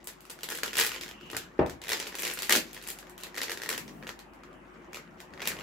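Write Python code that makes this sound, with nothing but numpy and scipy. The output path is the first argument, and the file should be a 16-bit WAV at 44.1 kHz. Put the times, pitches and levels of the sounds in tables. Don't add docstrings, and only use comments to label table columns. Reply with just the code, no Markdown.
import sys
import numpy as np
from scipy import signal
from scipy.fft import rfft, irfft, next_fast_len
from scipy.io import wavfile
from scipy.ndimage import uniform_filter1d, map_coordinates

SR = 44100
rng = np.random.default_rng(int(sys.argv[2]) if len(sys.argv) > 2 else 0)


def output_pcm(signal):
    pcm = np.clip(np.atleast_2d(signal).T, -1, 1) * 32767
    wavfile.write(sys.argv[1], SR, np.round(pcm).astype(np.int16))


def ratio(d):
    e = np.asarray(d, float) / 20
    return 10 ** e


N = 247968

# t/s, level/dB
FRIDGE_LEVEL = [(0.0, -58), (0.7, -53), (2.0, -54), (4.57, -52.5), (5.29, -52), (5.62, -46.5)]
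# f/Hz, density/(dB per Hz)
DRONE_SPECTRUM = [(38, -48.5), (65, -10.5), (102, -22.5), (162, -9), (327, -11), (361, -4), (480, -39),
                  (1060, -120)]
# f/Hz, density/(dB per Hz)
AIR_SPECTRUM = [(260, -35.5), (450, -3), (1050, -3), (2000, -9.5), (3000, -16.5), (4500, -43), (8000, -34),
                (16000, -42.5)]
# t/s, level/dB
SQUEEZE_LEVEL = [(0.1, -60), (0.39, -57), (0.66, -48), (0.78, -36), (0.95, -39), (1.08, -64.5), (1.42, -43),
                 (1.67, -76.5), (2.08, -50.5), (2.44, -36), (2.63, -42.5), (3.2, -59.5), (3.46, -48.5),
                 (3.7, -58), (3.84, -61), (4.29, -66.5), (5.37, -54), (5.62, -42.5)]
# f/Hz, density/(dB per Hz)
FILM_SPECTRUM = [(500, -41.5), (900, -8.5), (1250, -8.5), (1900, -3), (4500, -5.5), (7000, -8),
                 (11000, -28.5), (16000, -31)]
# f/Hz, density/(dB per Hz)
FIZZ_SPECTRUM = [(4000, -50.5), (6200, -15), (7600, 5), (9000, 2.5), (12000, 3.5), (15500, -2),
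                 (17000, -54)]
# f/Hz, bandwidth/Hz, level/dB
PACK_MODES = [(260, 290, -4), (374.5, 212, 8.5), (501, 153, 10.5), (780, 370, 2), (1120, 240, -2.5)]
# t/s, level/dB
GRIP_LEVEL = [(0, -0.5), (.6, 0.5), (.8, -7.5), (1.3, -0.5), (2.5, -3), (4, -2), (5.62, -3)]
# t/s, peak level/dB, facet f/Hz, fizz level/dB
CUTTING_SNAPS = [(0.0288, -44, 2580, -16.5), (0.0427, -44, 6890, 13), (0.0718, -26.5, 6600, 7),
                 (0.0834, -36.5, 5000, 1), (0.0887, -30.5, 1870, -8.0), (0.1005, -35, 1810, -11),
                 (0.2061, -41, 4500, 6), (0.2524, -39, 1200, 2), (0.2766, -45.5, 1510, -12),
                 (0.298, -30.0, 5120, 2), (0.3023, -30.5, 5040, 7.0), (0.3113, -36.5, 2760, -5),
                 (0.3889, -35.5, 1510, -4), (0.4078, -35, 3270, -3), (0.4323, -21.5, 4500, 1.5),
                 (0.4402, -31, 3920, 5), (0.4879, -23, 1730, 0.5), (0.5013, -23.5, 1850, 4),
                 (0.511, -24.5, 1890, -4), (0.5147, -23.5, 1680, -16), (0.52, -23, 1700, 1.5),
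                 (0.5271, -25.5, 1580, -8.0), (0.5487, -25.5, 2440, -1), (0.5528, -26, 3190, 3),
                 (0.5737, -29, 4350, 7), (0.586, -25, 1620, -6), (0.6147, -36, 3100, -16),
                 (0.6324, -12.5, 1630, -4), (0.6408, -28.5, 1365, -9.5), (0.6604, -22.5, 1470, -3),
                 (0.6783, -21, 3060, -7), (0.708, -35, 3170, -9), (0.7311, -21, 1850, -7),
                 (0.7384, -25, 3320, -2.5), (0.754, -17, 2560, -6.0), (0.7685, -16, 3880, 2),
                 (0.7775, -12, 2850, -15), (0.7827, -15, 4900, 6), (0.7886, -8.5, 1800, -7.0),
                 (0.7975, -11.5, 1860, 4), (0.8092, -10.0, 2590, -5.5), (0.8117, -9, 3320, -10.5),
                 (0.8198, -17.0, 2200, -5), (0.8276, -23, 2000, 2), (0.8357, -19.5, 1770, 4.5),
                 (0.847, -16, 1756, -0.5), (0.864, -19, 1930, 5), (0.871, -21.5, 6160, -1.5),
                 (0.8922, -23.0, 2850, -7)]
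# t/s, peak level/dB, facet f/Hz, fizz
# level/dB
HANDLING_SNAPS = [(0.9098, -27.5, 1870, -10.5), (0.9172, -20.5, 2890, -8.5), (0.9318, -26.5, 2280, -7.0),
                  (0.9401, -25, 2365, -11.5), (0.9449, -27.5, 2170, -2), (0.9499, -25.5, 1884, -12),
                  (0.9613, -21, 3190, -15), (0.9815, -29.5, 1770, -13), (1.0106, -21.5, 5350, -4.5),
                  (1.0284, -27, 3750, -5.5), (1.0343, -25, 2160, -5), (1.0615, -30, 1570, -8),
                  (1.0801, -31, 3190, -4), (1.0895, -27.5, 1970, -7), (1.1115, -26.5, 2880, -13),
                  (1.2106, -35.5, 1450, -12), (1.3001, -26.5, 2710, -8), (1.3088, -38, 2760, -17),
                  (1.314, -34, 2790, 5.5), (1.3311, -24, 1186, -14), (1.3473, -22, 1590, -19),
                  (1.3531, -31, 1600, -5), (1.3662, -16, 1790, -0.5), (1.3736, -30.5, 1493, 1.5),
                  (1.5809, -41, 1770, -15), (1.662, -27.5, 1850, -7.5), (1.6811, -37.0, 1210, -10.5),
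                  (1.6963, -26, 1660, -3), (1.8164, -28.0, 3920, -4), (1.8249, -48, 3920, -6.0),
                  (1.8381, -28.0, 2650, -2.5), (1.8462, -30.5, 2070, -11.0), (1.8561, -32.5, 3620, -9),
                  (1.8696, -26.5, 1707, -9.5), (1.8819, -22, 3210, -2), (1.8911, -17, 1980, -1.5),
                  (1.9, -20, 3660, -2.5), (1.9081, -23.5, 2210, 2.5), (1.9183, -13, 1740, -5.5),
                  (1.9236, -21, 3460, -5.5), (1.9306, -12.5, 5020, -5.5), (1.9406, -29, 2510, -3.5),
                  (1.97, -24.5, 1680, -3.5), (1.9778, -32, 3360, -5), (1.993, -25.5, 4590, -3.5),
                  (1.9994, -18, 6000, -4), (2.0064, -31, 2230, -5), (2.0188, -29, 2780, -13.5),
                  (2.0255, -22.5, 4670, -9),
                  (2.0425, -29.5, 5080, -14), (2.054, -35.5, 3170, 0), (2.058, -29.5, 1764, -6.5),
                 (2.069, -21.5, 2850, -10), (2.074, -26.5, 4920, 1), (2.1208, -37, 1677, -4.5),
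                 (2.1255, -28, 1735, -11), (2.1436, -24.5, 2010, -18), (2.1522, -23, 1780, 0),
                 (2.175, -32, 6160, -2.5), (2.1856, -22.5, 2510, -1), (2.1928, -20.5, 2530, -3.5),
                 (2.199, -28.5, 6950, 9.5), (2.221, -23, 2370, 5), (2.2323, -15, 6180, -8),
                 (2.2396, -28.5, 5300, 4), (2.25, -17.5, 2870, -1), (2.2598, -21.5, 2780, -9),
                 (2.2683, -21.5, 2000, -1), (2.276, -20, 2240, 1.0), (2.2986, -20, 2890, -6.5),
                 (2.3117, -20, 2630, -3.5), (2.337, -34.0, 5680, 16), (2.3733, -22, 1865, -16),
                 (2.3783, -26, 2620, -3.5), (2.3889, -21.5, 2970, 0.5), (2.4012, -25.5, 4530, -5),
                 (2.4208, -20.5, 5510, 3.5), (2.4301, -21.0, 4610, 0), (2.4483, -29, 5470, 3.5),
                 (2.4606, -36, 2530, -6.5), (2.4941, -9, 1970, -1.5), (2.506, -11, 1940, 0.5),
                 (2.5102, -9.5, 1844, -16), (2.523, -4.5, 4180, 0), (2.5323, -21, 2500, -4.5),
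                 (2.5411, -28.5, 2000, -3.5), (2.552, -8.5, 1700, -5), (2.5602, -11.5, 5040, 2),
                 (2.5699, -17.5, 2860, 4), (2.731, -34, 3460, 6.5), (2.7458, -32, 5000, 3),
                 (2.7583, -40, 2720, -8), (2.766, -27, 1890, -18.5), (2.776, -30.5, 1830, -6.0),
                 (2.7971, -45.5, 2000, -2.5), (2.8142, -32, 4240, -9), (2.8253, -35.5, 1560, 5),
                 (2.8384, -33, 2740, 1),
                  (2.8634, -40, 4220, 3), (2.8682, -30, 2770, -9.5), (2.8736, -29.5, 6660, 8),
                 (2.8858, -24.5, 5440, 5), (2.8957, -35, 5680, 3), (2.902, -26.5, 7000, 7.5),
                 (2.911, -37, 5990, 0), (2.976, -41, 1384, 0), (2.987, -31.5, 6300, 3.5),
                 (3.028, -33.5, 1610, -22), (3.0693, -37.0, 1810, -9), (3.096, -38, 1640, 5),
                 (3.1787, -33.5, 3350, 3), (3.202, -37.5, 1465, 2.5), (3.2094, -37, 6980, 1),
                 (3.226, -33.5, 2840, -10), (3.2344, -24.5, 4220, 0.5), (3.243, -39.5, 5600, -4.5),
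                 (3.2678, -33.5, 1890, -5.5), (3.3246, -42, 1820, -20), (3.3438, -28.5, 1900, -11),
                 (3.3527, -30, 1980, -2), (3.363, -27.5, 1850, -3.5), (3.3745, -20, 1810, -7.5),
                 (3.3795, -18.5, 1854, -6), (3.3873, -26, 1920, -7.5), (3.4051, -23.5, 1834, -20),
                 (3.4156, -15, 4780, -7.5), (3.4259, -26, 4400, -7), (3.4316, -19.5, 6000, 0.0),
                 (3.439, -25, 1600, -17), (3.4702, -29.5, 2630, -18), (3.4818, -22.0, 1953, -13.5),
                 (3.4953, -17, 1910, -10), (3.5051, -23, 1865, -1.5), (3.5169, -19.5, 1785, -1),
                 (3.525, -29.5, 2104, -14), (3.5417, -33, 1720, -12.5), (3.5488, -31, 1825, -14),
                 (3.5732, -24.5, 1850, -4), (3.6, -28.5, 1824, -22), (3.6079, -36, 1880, -28),
                 (3.6181, -23, 1690, -5), (3.6276, -28, 1790, -6), (3.634, -22.5, 1900, -3.5),
                 (3.651, -31, 2020, -6.0), (3.66, -22.5, 1866, -10), (3.6668, -30, 1323, -17.5),
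                 (3.678, -31.5, 1890, -19),
                  (3.6898, -16, 1890, 2), (3.7011, -17.5, 2150, -4), (3.7137, -20.5, 1420, -5),
                 (3.7269, -19, 1820, -4.5), (3.7356, -25, 1590, -2.0), (3.7472, -21, 1810, -19),
                 (3.761, -28, 1850, -15), (3.7643, -32, 1810, -8.5), (3.778, -20.5, 2720, 0.5),
                 (3.879, -29.5, 5800, -9), (3.8939, -35, 1890, -24), (4.026, -28, 1810, -30),
                 (4.0343, -34.5, 1810, -13), (4.0454, -35, 1850, -20.5), (4.0687, -24.5, 1700, -13),
                 (4.0749, -29.5, 2750, -4), (4.0908, -20, 1850, -11.5), (4.1908, -33, 4690, -1.5),
                 (4.335, -45.5, 1215, 0), (4.4347, -34, 1230, -12.5), (4.5296, -46, 3000, -5.5),
                 (4.6552, -46, 1616, -27.5), (4.7373, -48, 1550, -29), (4.7473, -44, 1950, -26),
                 (4.9311, -28.5, 1850, -5.5), (4.9444, -24.5, 2420, -8.5), (4.9538, -29, 2380, -6),
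                 (4.959, -27.5, 2820, -7), (4.97, -28, 1290, -8), (5.0762, -41, 1460, -25.0),
                 (5.2023, -31, 2000, -2), (5.3364, -31, 1940, -15.5), (5.3758, -31.5, 1960, -18),
                 (5.3954, -30, 1890, -18.5), (5.4037, -23, 2020, -18.0), (5.4181, -20, 2540, -10),
                 (5.4243, -20, 2530, -17), (5.4301, -28.5, 1670, -13), (5.45, -34, 2580, -2),
                 (5.4547, -19.5, 2840, -8), (5.4652, -24.0, 2800, -12), (5.4732, -14, 2680, 4),
                 (5.4814, -20.5, 4950, -5), (5.5041, -23.5, 1770, -11), (5.5175, -22, 1890, -14),
                 (5.5273, -33, 1340, -14.0), (5.567, -28, 2820, -15), (5.5881, -27, 3010, -12),
                 (5.5975, -32, 1260, -7), (5.6088, -26, 2680, -22)]
# t/s, peak level/dB, facet f/Hz, fizz level/dB
KNIFE_SNAPS = [
    (1.593, -23.5, 1450, -28),
    (1.6065, -33.5, 1770, -30),
    (1.6172, -33.5, 1510, -30),
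    (1.6295, -36, 2100, -30),
]
# f/Hz, density/(dB per Hz)
BLADE_SPECTRUM = [(1800, -42), (2600, -12), (2870, -4), (3100, -12), (3500, -23), (5000, -58)]
# t/s, length/s, level/dB
RUB_EVENTS = [
    (1.153, 0.29, -54.5),
    (3.586, 0.63, -49.5),
    (5.391, 0.25, -52),
]
# f/Hz, density/(dB per Hz)
RUB_SPECTRUM = [(70, -30), (120, -8), (180, 0), (280, -2), (400, -8), (600, -35)]
# t/s, peak level/dB, hardness level/dB, weight level/dB
TABLE_BLOWS = [
    (1.3303, -35, 5, 10),
    (1.5911, -9, 1, 2),
    (1.6125, -14.5, 2, 0.5),
    (2.4961, -29.5, -19, -21),
    (2.5622, -21, -9, -30),
]
# f/Hz, level/dB, t60/s
TABLE_MODES = [(81, -6, .2), (124, -7, .22), (170, -13, .2), (240, -4, .25), (324, 0, .22), (402, -5, .22),
               (487, -7, .22), (535, -9, .22), (597, -6, .22), (642, -6, .25), (810, -8, .2),
               (921, -13, .2), (1060, -17, .2)]
# f/Hz, density/(dB per Hz)
RATTLE_SPECTRUM = [(300, -10), (700, -1), (1000, -6), (1450, -13.5), (2500, -20.5), (4000, -43.5),
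                   (6000, -59.5)]
# delay t/s, level/dB
WALL_ECHOES = [(.0021, -5.5), (.0048, -6), (.009, -3), (0.015, -14), (.018, -31.5), (.025, -27)]
# f/Hz, t60/s
KITCHEN_T60 = [(150, 0.47), (600, 0.16), (2000, 0.25), (6000, 0.19), (14000, 0.16)]
# f/Hz, likeness/1
COHERENCE = [(60, 1), (150, 0.97), (300, 0.7), (950, 0.1), (3770, 0.055), (15000, .05)]
# f/Hz, left-right level/dB
PORT_BALANCE = [(40, 4), (130, 3.5), (1000, 2), (3000, 0), (8000, -1), (13000, 5)]


def unit(x):
    return x / np.sqrt(np.mean(x ** 2) + 1e-20)


def along(points, hz):
    f, v = np.transpose(points)
    return np.interp(np.log(hz + 1), np.log(f + 1), v)


def curves(rows):
    s, *cols = np.transpose(rows)
    return [np.interp(np.arange(N) / SR, s, c) for c in cols]


def wobble(rate):
    knots = rng.standard_normal(int(N * rate / SR) + 4)
    return map_coordinates(knots, [np.arange(N) * rate / SR])


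def filtered(x, response):
    m = next_fast_len(N + SR // 2)
    return irfft(rfft(x, m) * response(np.fft.rfftfreq(m, 1 / SR)), m)[..., :N]


def coloured(x, spectrum):
    hz = np.fft.rfftfreq(2048, 1 / SR)
    cepstrum = irfft(np.log(ratio(along(spectrum, hz)) + 1e-5))
    cepstrum[1:1024] *= 2
    cepstrum[1025:] = 0
    pulse = irfft(np.exp(rfft(cepstrum)))
    return signal.fftconvolve(x, pulse[None] / np.linalg.norm(pulse), axes=1)[:, :N]


def placed(s, shapes):
    starts = np.round(s * SR).astype(int)[:, None]
    at = (starts + np.arange(shapes.shape[2])).ravel()
    return np.array([np.bincount(at, c.ravel(), N + SR)[:N] for c in shapes])


def bursts(t60, size, alike):
    noise = rng.standard_normal((len(t60), 3, size)).transpose(1, 0, 2)
    share, t = np.clip(alike, 0, 1), np.arange(size) / SR
    swell = 1 - np.exp(-(t / (0.091 * t60)) ** 2)
    shape = ratio(-60 * t / t60) * swell
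    pair = (np.sqrt(share) * noise[0] + np.sqrt(1 - share) * noise[1:]) * shape
    energy = np.linalg.norm(shape, axis=-1, keepdims=True)
    return pair * energy / np.linalg.norm(pair, axis=-1, keepdims=True)


def likeness(pair):
    m = next_fast_len(pair.shape[1])
    coherence = np.clip(along(COHERENCE, np.fft.rfftfreq(m, 1 / SR)), -1, 1)
    turn = np.arccos(coherence) / 2
    mid, side = irfft(rfft(pair, m) * [np.cos(turn), np.sin(turn)], m)[:, :pair.shape[1]]
    return np.array([mid + side, mid - side])


def rush(spectrum, patchy_db):
    z = signal.stft(rng.standard_normal((2, N)), nperseg=512)[2]
    field = uniform_filter1d(rng.standard_normal(z.shape[1:]), 4, 0)
    field = uniform_filter1d(field, 10, 1)
    pair = signal.istft(z * ratio(patchy_db * unit(field)), nperseg=512)[1][:, :N]
    return unit(likeness(filtered(pair, lambda hz: ratio(along(spectrum, hz)))))


def fridge():
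    motor_hz, whine_hz = 49, 360
    drone_db, = curves(FRIDGE_LEVEL)
    motor_db, air_db = drone_db - 13, drone_db - 6.5
    t = np.arange(N) / SR
    motor_phase = 2 * np.pi * motor_hz * t + 0.4 * wobble(4)
    motor = ratio(motor_db + 7 + 2 * wobble(3)) * np.sin(motor_phase)
    whine_phase = 2 * np.pi * whine_hz * t + 0.3 * wobble(1.3)
    whine = ratio(drone_db - 16 + 1.1 * wobble(2.7)) * np.sin(whine_phase)
    drone = ratio(drone_db - 2) * rush(DRONE_SPECTRUM, patchy_db=0.8)
    air = ratio(air_db + 4.5) * rush(AIR_SPECTRUM, patchy_db=2.6)
    return motor + whine + drone + air


def crackle():
    crackle_db, = curves(SQUEEZE_LEVEL)
    fizz_db = crackle_db - 7.5 + 0.62 * (crackle_db + 39)
    luck = rng.random((3000, 2))
    size = ratio(-3.5 * np.log(luck[:, 1:] + 0.02))
    shapes = size * bursts(np.full_like(size, 0.004), size=128, alike=0.48)
    grains = placed(luck[:, 0] * N / SR, shapes)
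    grains = grains * ratio(3.5 * wobble(25))
    film = ratio(crackle_db - 13.5) * unit(coloured(grains, FILM_SPECTRUM))
    fizz = ratio(fizz_db - 10.5) * unit(coloured(grains, FIZZ_SPECTRUM))
    return film + fizz


def creases():
    lead_s, trail_s = -0.004, 0.03
    big = np.array(CUTTING_SNAPS + KNIFE_SNAPS + HANDLING_SNAPS)
    luck = rng.random((len(big), 3, 3))
    s = big[:, :1] - lead_s + (lead_s + trail_s) * luck[..., 0]
    s = np.clip(s, 0, N / SR)
    db = big[:, 1:2] - 14 - 12 * luck[..., 1]
    hz = big[:, 2:3] * (0.643 + 0.73 * luck[..., 2])
    fizz_db = big[:, 3:] + 0 * s
    small = np.stack([s, db, hz, fizz_db], -1).reshape(-1, big.shape[1])
    return np.concatenate([big, small]).T[:, :, None]


def packet(f):
    total = 0
    for k, (centre, width, db) in enumerate(PACK_MODES):
        damping = 1j * f * width
        total = total + (-1) ** k * ratio(db) * damping / (centre * centre - f * f + damping)
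    return total


def snaps():
    s, db, hz, fizz_db = creases()
    start, size, t = s[:, 0], ratio(db), np.arange(320) / SR
    life = 0.011 * ratio(0.17 * (db + 27))
    dull = np.clip(-fizz_db / 22, 0, 1)

    decay = ratio(-60 * t * hz / 14)
    ring = np.sin(2 * np.pi * hz * t) * decay * (1 - np.exp(-t / 0.0001))
    facet = ratio(-4.5) * placed(start, (size * ring)[None])

    crack = bursts(life, size=320, alike=0.44)
    crack = (1 - dull) * crack + 0.88 * dull * uniform_filter1d(crack, size=6)
    crack = coloured(placed(start, size * crack), FILM_SPECTRUM)

    fizz = size * ratio(fizz_db) * bursts(0.65 * life, size=320, alike=0.058)
    fizz = coloured(placed(start, fizz), FIZZ_SPECTRUM)

    sign = np.sign(rng.standard_normal(size.shape))
    nudge = (1 - dull) * np.eye(6)[0] + 0.23 * dull
    flips = placed(start, (size * sign * nudge)[None])
    pack = ratio(10.5 + curves(GRIP_LEVEL)[0]) * filtered(flips, packet)

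    film_flips = placed(start, (size * (1 - 0.85 * dull))[None])
    fizz_flips = placed(start, (size * ratio(fizz_db))[None])
    all_round = ratio(8.5) * coloured(film_flips, FILM_SPECTRUM)
    all_round = all_round + ratio(5.5) * coloured(fizz_flips, FIZZ_SPECTRUM) + ratio(-2) * facet + pack
    return ratio(-1.5) * crack + facet + ratio(-2.5) * fizz + pack, all_round


def slide():
    start_s, length_s, level_db = 1.08, 0.4, -54.5
    progress = np.clip((np.arange(N) / SR - start_s) / length_s, 0, 1)
    swell = np.sin(np.pi * progress) ** 0.6
    return ratio(level_db + 1.5 * wobble(15)) * swell * rush(BLADE_SPECTRUM, patchy_db=-0.5)


def rubs():
    t = np.arange(N) / SR
    swell = np.zeros(N)
    for s, length, db in RUB_EVENTS:
        swell += ratio(db) * np.sin(np.pi * np.clip((t - s) / length, 0, 1))
    return swell * ratio(1.2 * wobble(12)) * rush(RUB_SPECTRUM, patchy_db=1)


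def table():
    low, edge, t = np.zeros(N + SR), np.zeros((2, N + SR)), np.arange(SR // 2) / SR
    push_s, push_hz = 0.0022, 370
    u = t / push_s
    push = np.cos(2 * np.pi * push_hz * (t - push_s)) * u ** 3 * np.exp(3 - 3 * u)
    onset = 1 - np.exp(-(t / 0.0029) ** 2)
    shake = ratio(-60 * t / 0.02) + ratio(1 - 60 * t / 0.28)
    for s, db, hard_db, weight_db in TABLE_BLOWS:
        ring = np.zeros(len(t))
        for hz, level, t60 in TABLE_MODES:
            decay = ratio(level + weight_db * (hz < 200) - 60 * t / t60)
            ring += decay * np.sin(2 * np.pi * hz * t + rng.uniform(0, 2 * np.pi))
        start = round(s * SR)
        low[start:][:len(t)] += ratio(db) * (ratio(-15) * ring * onset + push)
        noise = likeness(rng.standard_normal((2, len(t))))
        edge[:, start:][:, :len(t)] += ratio(db + hard_db - 19.5) * shake * noise
    return low[:N] + coloured(edge, RATTLE_SPECTRUM)


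def kitchen(x, spread, wall_db, tail_db):
    out, step = np.zeros((2, N + SR)), 4096
    for delay, db in WALL_ECHOES:
        out[:, round(delay * SR):][:, :N] += ratio(wall_db + db) * x[::-1]
    for start in range(0, N, step):
        hz, t, z = signal.stft(rng.standard_normal((2, SR // 3)), SR, nperseg=256)
        decay = ratio(-60 * t / along(KITCHEN_T60, hz)[:, None])
        tail = signal.istft(z * decay, SR, nperseg=256)[1]
        tail_t = np.arange(tail.shape[1]) / SR
        tail = likeness(tail * (1 - np.exp(-(tail_t / 0.006) ** 2)))
        tail = tail / np.linalg.norm(tail[0])
        mono = spread[:, start:start + step].mean(0)[None]
        wet = signal.fftconvolve(mono, tail, axes=1)
        out[:, start:][:, :wet.shape[1]] += ratio(tail_db) * wet
    return out[:, :N]


def scene():
    wrapper, all_round = snaps()
    fine = crackle()
    blows = table()
    early = wrapper + fine + ratio(-12.5) * blows
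    diffuse = all_round + fine + ratio(-8.5) * blows
    room = kitchen(early, diffuse, wall_db=-11, tail_db=-0.5)
    return wrapper + fine + blows + room + fridge() + rubs() + slide()


def roll_off(x):
    return signal.sosfilt(signal.butter(12, 16980, fs=SR, output="sos"), x)


def record(dry):
    def ports(hz):
        balance = ratio(np.outer([0.5, -0.5], along(PORT_BALANCE, hz)))
        bass_cut = (1j * hz / (33 + 1j * hz)) ** 2 * (hz > 34)
        return balance * bass_cut

    def band_limit(hz):
        return (hz < 16950) * ratio(-24 * (hz > 15950))

    x = filtered(dry, ports)
    x = x / (1 + np.abs(x / 0.7) ** 3) ** (1 / 3)
    mix = filtered(x, band_limit)
    return roll_off(mix)


dry = scene()
out = record(dry)
output_pcm(out)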